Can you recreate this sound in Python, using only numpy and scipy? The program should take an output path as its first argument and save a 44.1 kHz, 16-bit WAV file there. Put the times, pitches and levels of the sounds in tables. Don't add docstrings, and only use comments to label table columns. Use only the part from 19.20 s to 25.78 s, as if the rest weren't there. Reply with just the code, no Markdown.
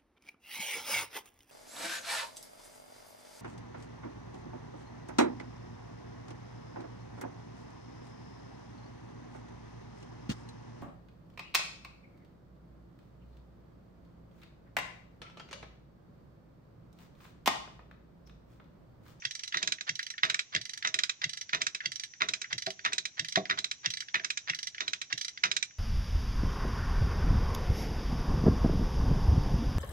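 import sys
import numpy as np
from scipy import signal
from scipy.fft import rfft, irfft, next_fast_len
from scipy.io import wavfile
from scipy.ndimage import uniform_filter1d, map_coordinates

SR = 44100
rng = np.random.default_rng(int(sys.argv[2]) if len(sys.argv) > 2 else 0)


def transcribe(u):
    v = np.clip(np.atleast_2d(u).T, -1, 1)
    q = np.round(v * 32767).astype(np.int16)
    wavfile.write(sys.argv[1], SR, q)


N = 290351
SIZE = 8192
HZ = np.fft.rfftfreq(SIZE, 1 / SR)
AGE = np.arange(SIZE) / SR

# first tooth/s, end of the even run/s, late last tooth/s, teeth, level/dB, treble/dB, thud/dB, scrape/dB
PULLS = [(0.4278, 0.5213, 0.609, 4, -15, -8.5, -48, -45),
         (1.0988, 1.1434, 1.1919, 3, -13.5, -12, -57.5, -47),
         (1.742, 1.835, 1.8949, 4, -13, -11, -52.5, -62),
         (2.4167, 2.4669, 2.5482, 3, -14, -10.5, -54.5, -41),
         (3.0864, 3.136, 3.216, 3, -16.5, -10, -55.5, -55),
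         (3.7317, 3.7816, 3.8539, 3, -15.5, -7.5, -54.5, -39.5),
         (4.388, 4.4433, 4.5128, 3, -16.5, -8.5, -57, -37),
         (5.0461, 5.103, 5.1734, 3, -17, -11.5, -61.5, -49),
         (5.679, 5.7331, 5.8151, 3, -16.5, -10.5, -57.5, -52),
         (6.3143, 6.3656, 6.4266, 3, -13.5, -9, -61, -56)]
# landing/s, level/dB, treble/dB, thud/dB, scrape/dB, first tick/s, last tick/s, ticks, tick level/dB
RETURNS = [(0.0516, -18.5, -15.5, -58, -51, 0.1099, 0.277, 5, -29),
           (0.6927, -17.5, -15.5, -55, -41, 0.7545, 0.903, 5, -29),
           (1.3494, -15.5, -17, -48.5, -42.5, 1.4135, 1.575, 5, -29),
           (2.041, -16.5, -17.5, -50, -41.5, 2.0939, 2.212, 4, -28.5),
           (2.6576, -18.5, -13, -57, -47.5, 2.7184, 2.836, 4, -26.5),
           (3.3281, -18.5, -17.5, -53, -43, 3.3807, 3.504, 4, -26.5),
           (3.9948, -17.5, -15, -53, -44.5, 4.0466, 4.1234, 3, -26),
           (4.659, -15, -21, -51.5, -40, 4.7035, 4.805, 4, -26),
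           (5.2977, -18, -21.5, -52.5, -38, 5.3473, 5.471, 4, -26.5),
           (5.9267, -17.5, -15.5, -54, -46, 5.9771, 6.082, 4, -25.5)]
# t/s, level/dB, treble/dB, thud/dB, rebound delay/s, rebound level/dB
CLACKS = [(0.3439, -18.5, -11, -49.5, 0.027, -19.5), (1.033, -11.5, -10, -46.5, .018, -24.5),
          (1.649, -17.5, -12.5, -53, 0.024, -20.5), (2.332, -18, -12.5, -46, 0.015, -20.5),
          (3.0078, -24.5, -16.5, -46, 0.011, -14), (3.650, -18.5, -10, -51, 0.01, -17),
          (4.158, -13, -7.5, -44.5, 0.016, -30), (4.2985, -18, -12, -48.5, 0.011, -17),
          (4.9439, -16, -13, -50, .0111, -19), (5.6061, -21, -6.5, -53, 0.011, -34),
          (6.237, -12.5, -9.5, -48, 0.018, -24.5)]
# f/Hz, width/Hz, level/dB
LINK_MODES = [(1557, 1490, 0), (1810, 570, 0.5), (2920, 360, -8.5), (3400, 440, -2), (3680, 870, -4.5),
              (4640, 1500, -4.5), (5920, 320, -14.5), (6627, 620, -21)]


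def teeth():
    slowing_db = -8.5
    first_tooth_db, thud_fade_db = -0.76, -5.5
    rows = []
    for first, even_end, last, count, db, treble_db, thud_db, _ in PULLS:
        run, gap = np.linspace(first, even_end, round(count) - 1, retstep=True)
        times = np.append(run, last)
        doublings = np.log2(np.diff(times, prepend=first - gap) / gap)
        levels = db + slowing_db * doublings + first_tooth_db * (times == first)
        rows += [(t, levels[k], treble_db, thud_db + thud_fade_db * k) for k, t in enumerate(times)]
    return rows


def pawl_drops():
    modes = [(1445, 520, -15.5), (1680, 1660, -3), (2090, 120, -60), (2430, 460, -1), (2752, 212, -26),
             (3340, 780, -3), (3910, 440, 3.5), (4461, 285, -23), (5060, 730, -5.5), (5910, 2140, -6),
             (6550, 100, -10.5), (7720, 97, -15.5), (8630, 2550, -15.5), (11459, 3100, -46),
             (15000, 1500, -18)]
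    sound = clicks(teeth(), modes, level_db=-9, treble_db=7, attack_s=0.00084, contact_t60=0.03,
                   scatter_db=-17.5, scatter_t60=0.11, spread=2.57)
    return small_part(sound, edge_hz=1130)


def pawl_ticks():
    modes = [(952, 420, -6.5), (1350, 110, -7.5), (1764, 240, -9.5), (2015, 165, -6), (2310, 310, -11),
             (2990, 490, -11.5), (3420, 920, -7), (3974, 236, 1.5), (4716, 480, -2), (5717, 605, -0.5),
             (6450, 648, -10.5), (8430, 1200, -11), (10500, 3900, -13.5), (13050, 470, -20),
             (15260, 2100, -13)]
    # t/s, level/dB, treble/dB
    ticks = [(t, rng.normal(db, 1), rng.normal(-9.5, 2))
             for *_, first, last, count, db in RETURNS for t in np.linspace(first, last, round(count))]
    sound = clicks(ticks, modes, level_db=-5, treble_db=3.5, attack_s=0.00095, contact_t60=0.017,
                   scatter_db=-15.5, scatter_t60=0.09, spread=2.43)
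    return small_part(sound)


def steel_clacks():
    modes = [(1013, 240, -12), (1320, 364, -3.5), (1540, 77, -8.5), (1891, 580, -0.5), (2480, 310, -6.5),
             (2870, 550, -9), (3756, 630, -1.5), (4910, 410, -10), (5860, 1220, -12), (6734, 361, -41),
             (8230, 1300, -27.5), (15004, 1132, -28)]
    rebound_treble = [(.011, -14), (.016, -1)]
    blows = [row[:3] for row in CLACKS]
    for t, *_, delay, db in CLACKS:
        blows.append((t + delay, db, np.interp(delay, *np.transpose(rebound_treble))))
    return clicks(blows, modes, level_db=-5, treble_db=2, attack_s=0.00091, contact_t60=0.014,
                  scatter_db=-15, scatter_t60=0.11, spread=1.25)


def catch():
    modes = [(1010, 340, -3), (1697, 680, -8), (2023, 340, -4), (2640, 360, -17), (2753, 200, -2.5),
             (3303, 240, 0.5), (3800, 440, 0), (4620, 270, -1.5), (5606, 930, -2), (6670, 190, -8.5),
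             (8300, 1640, -17.5), (15128, 650, -22)]
    sound = clicks(RETURNS, modes, level_db=-5.5, treble_db=6, attack_s=0.001, contact_t60=0.019,
                   scatter_db=-22, scatter_t60=0.095, spread=3.44)
    return small_part(sound)


def loose_links():
    clinks = [(0.0221, -26, -10), (0.3237, -18.5, -4), (0.5845, -27, -15), (0.7932, -11.5, -12),
              (0.9393, -26.5, -27), (0.9802, -18.5, -5.5), (1.3342, -29, -2), (1.3621, -8.5, -2),
              (1.6254, -17.5, -4), (2.0173, -16.5, -4), (2.2928, -21.5, -2), (2.6048, -18.5, -18),
              (2.9363, -28.5, -4), (3.243, -18, -21), (3.466, -13.5, 0), (3.5926, -23.5, -6),
              (4.2547, -19, -5), (4.8224, -23, -29.5), (4.8849, -24, -1), (4.9964, -19.5, -13),
              (5.2811, -23, -18), (5.3338, -16, -19), (5.5463, -23, -4.5), (5.5815, -20, -8),
              (6.175, -21, -3), (6.5091, -35.5, -19)]
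    sound = clicks(clinks, LINK_MODES, level_db=-15, treble_db=-4.5, attack_s=0.001, contact_t60=0.017,
                   scatter_db=-17.5, scatter_t60=0.094, spread=2.56)
    return small_part(sound)


def wheel_pings():
    notes = [(2000, -4, .05), (2380, -3, .05), (3810, -1, .045), (4830, -8, .045), (7390, -12, .07)]
    sounds = []
    for _, db, *_ in teeth():
        ring = 0
        for hz, note_db, t60 in notes:
            envelope = amp(note_db + rng.normal(0, 3)) * dying(t60)
            cycles = hz * rng.normal(1, .012) * AGE + rng.random((2, 1))
            ring += envelope * np.sin(2 * np.pi * cycles)
        sounds.append(amp(db - 18.5) * ring * rising(0.00024))
    return placed(np.transpose(teeth())[0], sounds)


def scrapes():
    slips_per_s = 900
    # end/s, length/s, level/dB
    strains = ([(t, .028, db) for t, _, _, _, db, *_ in RETURNS]
               + [(t, .014, db) for t, *_, db in PULLS]
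               + [(t, .0052, -42) for t, *_ in CLACKS])
    sounds = []
    for _, length, db in strains:
        slips = rng.standard_normal(SIZE) * (rng.random(SIZE) < slips_per_s / SR)
        hiss = 0.063 * rng.standard_normal((2, SIZE))
        swell = (AGE / length) ** 0.74 * (AGE < length)
        sound = irfft(rfft((slips + hiss) * swell) * body(LINK_MODES) / np.hypot(1, HZ / 3500))
        strength = np.sqrt(np.sum(sound ** 2) / (2 * length * SR))
        sounds.append(amp(db) * sound / strength)
    return placed([end - length for end, length, _ in strains], sounds)


def anchor():
    pull_modes = [(141.5, 147, -1), (188.4, 6.3, 2.5), (297, 73, -2), (389, 112, 0), (511, 75, -9),
                  (641, 48, 2.5), (711, 79, -3.5), (984, 76, -4)]
    landing_modes = [(129.5, 62, 4), (162, 30, 0.5), (332, 160, -10), (642, 110, -16)]
    from_teeth = thuds(teeth(), pull_modes, level_db=-1.5,
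                       delay_s=0.0016, attack_s=0.001, t60=0.15, spread=0.087)
    from_clacks = thuds(CLACKS, pull_modes, level_db=-1.5,
                        delay_s=0.00209, attack_s=0.003, t60=0.3, spread=0.4)
    from_landings = thuds(RETURNS, landing_modes, level_db=2.1,
                          delay_s=0.00094, attack_s=0.00073, t60=0.17, spread=0.069)
    return from_teeth + from_clacks + from_landings


def wood():
    # t/s, level/dB
    blows = [(0.432, -50), (3.026, -55), (3.4747, -28.5), (4.176, -18.5)]
    modes = [(150, 42, -3), (190, 40, -3.5), (310, 70, -9.5), (388, 39, -3), (500, 23, -10), (641, 53, 5.5),
             (722, 62, 1.5), (994, 85, -21), (1109, 82, -12.5)]
    bounce_s, bounce_db = .0105, -6
    bounce = amp(bounce_db) * np.exp(-2j * np.pi * HZ * bounce_s)
    sounds = []
    for _, db in blows:
        shake = rng.standard_normal((3, SIZE)) * dying(0.14) * rising(0.0012)
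        push = (AGE == 0) + 0.032 * (shake[0] + 0.25 * shake[1:])
        ring = irfft((rfft(push) + bounce) * body(modes))
        sounds.append(amp(db) * ring / abs(ring).max())
    return placed(np.transpose(blows)[0] - .002, sounds)


def trunk_echo(x):
    fade_times = [(120, 1), (600, 0.46), (1400, 0.22), (4000, 0.28), (8000, 0.15), (15000, 0.24)]
    hz, t, noise = signal.stft(rng.standard_normal((2, SR)), SR, nperseg=256)
    envelope = dying(along(fade_times, hz)[:, None], t) * rising(0.0043, t)
    tail = signal.istft(noise * envelope, SR, nperseg=256)[1]
    return signal.fftconvolve(x, tail / np.linalg.norm(tail[0]), axes=1)[:, :N]


def insects():
    bands = [(5860, 340, 7.5), (6950, 360, -5.5), (12000, 180, -45.5)]
    chorus = unit(filtered(rng.standard_normal((2, N)), lambda hz: resonances(bands, hz)))
    return chorus * amp(-59 + 1.7 * wobble(0.97) + 0.6 * wobble(73))


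def forest_air():
    spectrum = [(25, -19), (60, -6), (120, 3), (200, -5), (300, -8), (600, -13.5), (1000, -15.5),
                (1400, -17), (2100, -8), (3000, -9), (4500, -12), (7000, -5.5), (8500, -41), (11000, -56),
                (16000, -42.5)]
    noise = rng.standard_normal((3, N))
    shared = filtered(noise[0], lambda hz: 1 / np.hypot(1, hz / 700))
    apart = filtered(noise[1:], lambda hz: 0.46 + hz / np.hypot(700, hz))
    hush = unit(filtered(shared + apart, lambda hz: amp(along(spectrum, hz))))
    return hush * amp(-62.5 + 0.92 * wobble(6.3))


def clicks(rows, modes, level_db, treble_db, attack_s, contact_t60, scatter_db, scatter_t60, spread):
    times, db, bright_db = np.transpose(rows)[:3]
    lead_s = .005
    noise = rng.standard_normal((len(times), 6, SIZE))
    since_blow = np.maximum(AGE - lead_s, 0)
    rise = (1 + np.tanh((AGE - lead_s - .0005) / attack_s)) / 2
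    contact = rise * dying(contact_t60, since_blow)
    scatter = rise * amp(scatter_db) * dying(scatter_t60, since_blow)
    leaves = 1 / np.hypot(1, (HZ / 11000) ** 2)
    shared = rfft(noise[:, :1] * contact) + leaves * rfft(noise[:, 1:2] * scatter)
    apart = 0.14 * rfft(noise[:, 2:4] * contact) + leaves * rfft(noise[:, 4:] * scatter)
    chatter = shared + apart * spread * HZ / (HZ + 2500)
    changes_db = rng.normal(0, 1.77, (len(times), len(modes)))
    bodies = np.array([body(np.array(modes) + np.outer(change, [0, 0, 1])) for change in changes_db])
    ring = chatter * bodies[:, None]
    highs = 1 / (1 + (3300 / (HZ + 1)) ** 8)
    power = np.mean(abs(ring) ** 2, axis=1)
    treble_share = np.sqrt(power @ highs / power.sum(1))
    treble_gain = amp(bright_db + treble_db) / treble_share
    sounds = irfft(ring * treble_gain[:, None, None] ** highs)
    return placed(times - lead_s, at_level(sounds, db + level_db, window=SR // 300))


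def thuds(rows, modes, level_db, delay_s, attack_s, t60, spread):
    times, _, _, thud_db = np.transpose(rows)[:4]
    noise = rng.standard_normal((len(times), 3, SIZE))
    push = (noise[:, :1] + spread * noise[:, 1:]) * dying(t60) * rising(attack_s)
    sounds = irfft(rfft(push) * body(modes))
    return placed(times + delay_s, at_level(sounds, thud_db + level_db, window=SR // 50))


def small_part(x, edge_hz=1464):
    return filtered(x, lambda hz: 1 / np.sqrt(1 + (edge_hz / (hz + 20)) ** 16))


def from_right(x, lag_s):
    balance = [(100, 0.5), (500, 0), (1000, -2.5), (2000, -1.5), (4000, -4.5), (8000, -6.5), (14000, -9)]
    microphone = [(7500, 0.5), (10500, -21.5)]
    side = np.array([[.5], [-.5]])

    def response(hz):
        gain = amp(along(microphone, hz) + side * along(balance, hz))
        return gain * np.exp(-2j * np.pi * hz * lag_s * side)
    return filtered(x, response)


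def resonances(modes, hz):
    return np.sqrt(sum(amp(db) ** 2 / (1 + ((hz * hz - centre * centre) / (width * (hz + 1))) ** 2) ** 2
                       for centre, width, db in modes))


def body(modes):
    cepstrum = irfft(np.log(resonances(modes, HZ) + 1e-6))
    cepstrum[1:SIZE // 2] *= 2
    cepstrum[SIZE // 2 + 1:] = 0
    return np.exp(rfft(cepstrum))


def rising(attack_s, t=AGE):
    return 1 - np.exp(-t / attack_s)


def dying(t60, t=AGE):
    return np.exp(-np.log(1000) * t / t60)


def at_level(sounds, db, window):
    peak = np.sqrt(uniform_filter1d(np.mean(sounds ** 2, axis=1), window).max(1))
    return sounds * (amp(db) / peak)[:, None, None]


def placed(times, sounds):
    out = np.zeros((2, N + SIZE))
    for t, sound in zip(times, sounds):
        start = max(round(t * SR), 0)
        out[:, start:start + SIZE] += sound
    return out[:, :N]


def amp(db):
    return 10 ** (np.asarray(db) / 20)


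def unit(x):
    return x / np.sqrt(np.mean(x ** 2) + 1e-20)


def along(points, hz):
    f, values = np.transpose(points)
    return np.interp(np.log(hz + 1), np.log(f + 1), values)


def filtered(x, response):
    size = next_fast_len(N + SR // 2)
    return irfft(rfft(x, size) * response(np.fft.rfftfreq(size, 1 / SR)), size)[..., :N]


def wobble(rate):
    return map_coordinates(rng.standard_normal(int(N * rate / SR) + 4), [np.arange(N) * rate / SR])


def scene():
    winch = pawl_drops() + pawl_ticks() + steel_clacks() + catch()
    winch += loose_links() + wheel_pings() + scrapes()
    direct = from_right(winch, lag_s=0.0004142) + from_right(anchor() + wood(), lag_s=0.00022)
    return direct + amp(-23.5) * trunk_echo(direct) + insects() + forest_air()


def record(dry):
    return filtered(dry, lambda hz: hz < 16550)


dry = scene()
out = record(dry)
transcribe(out)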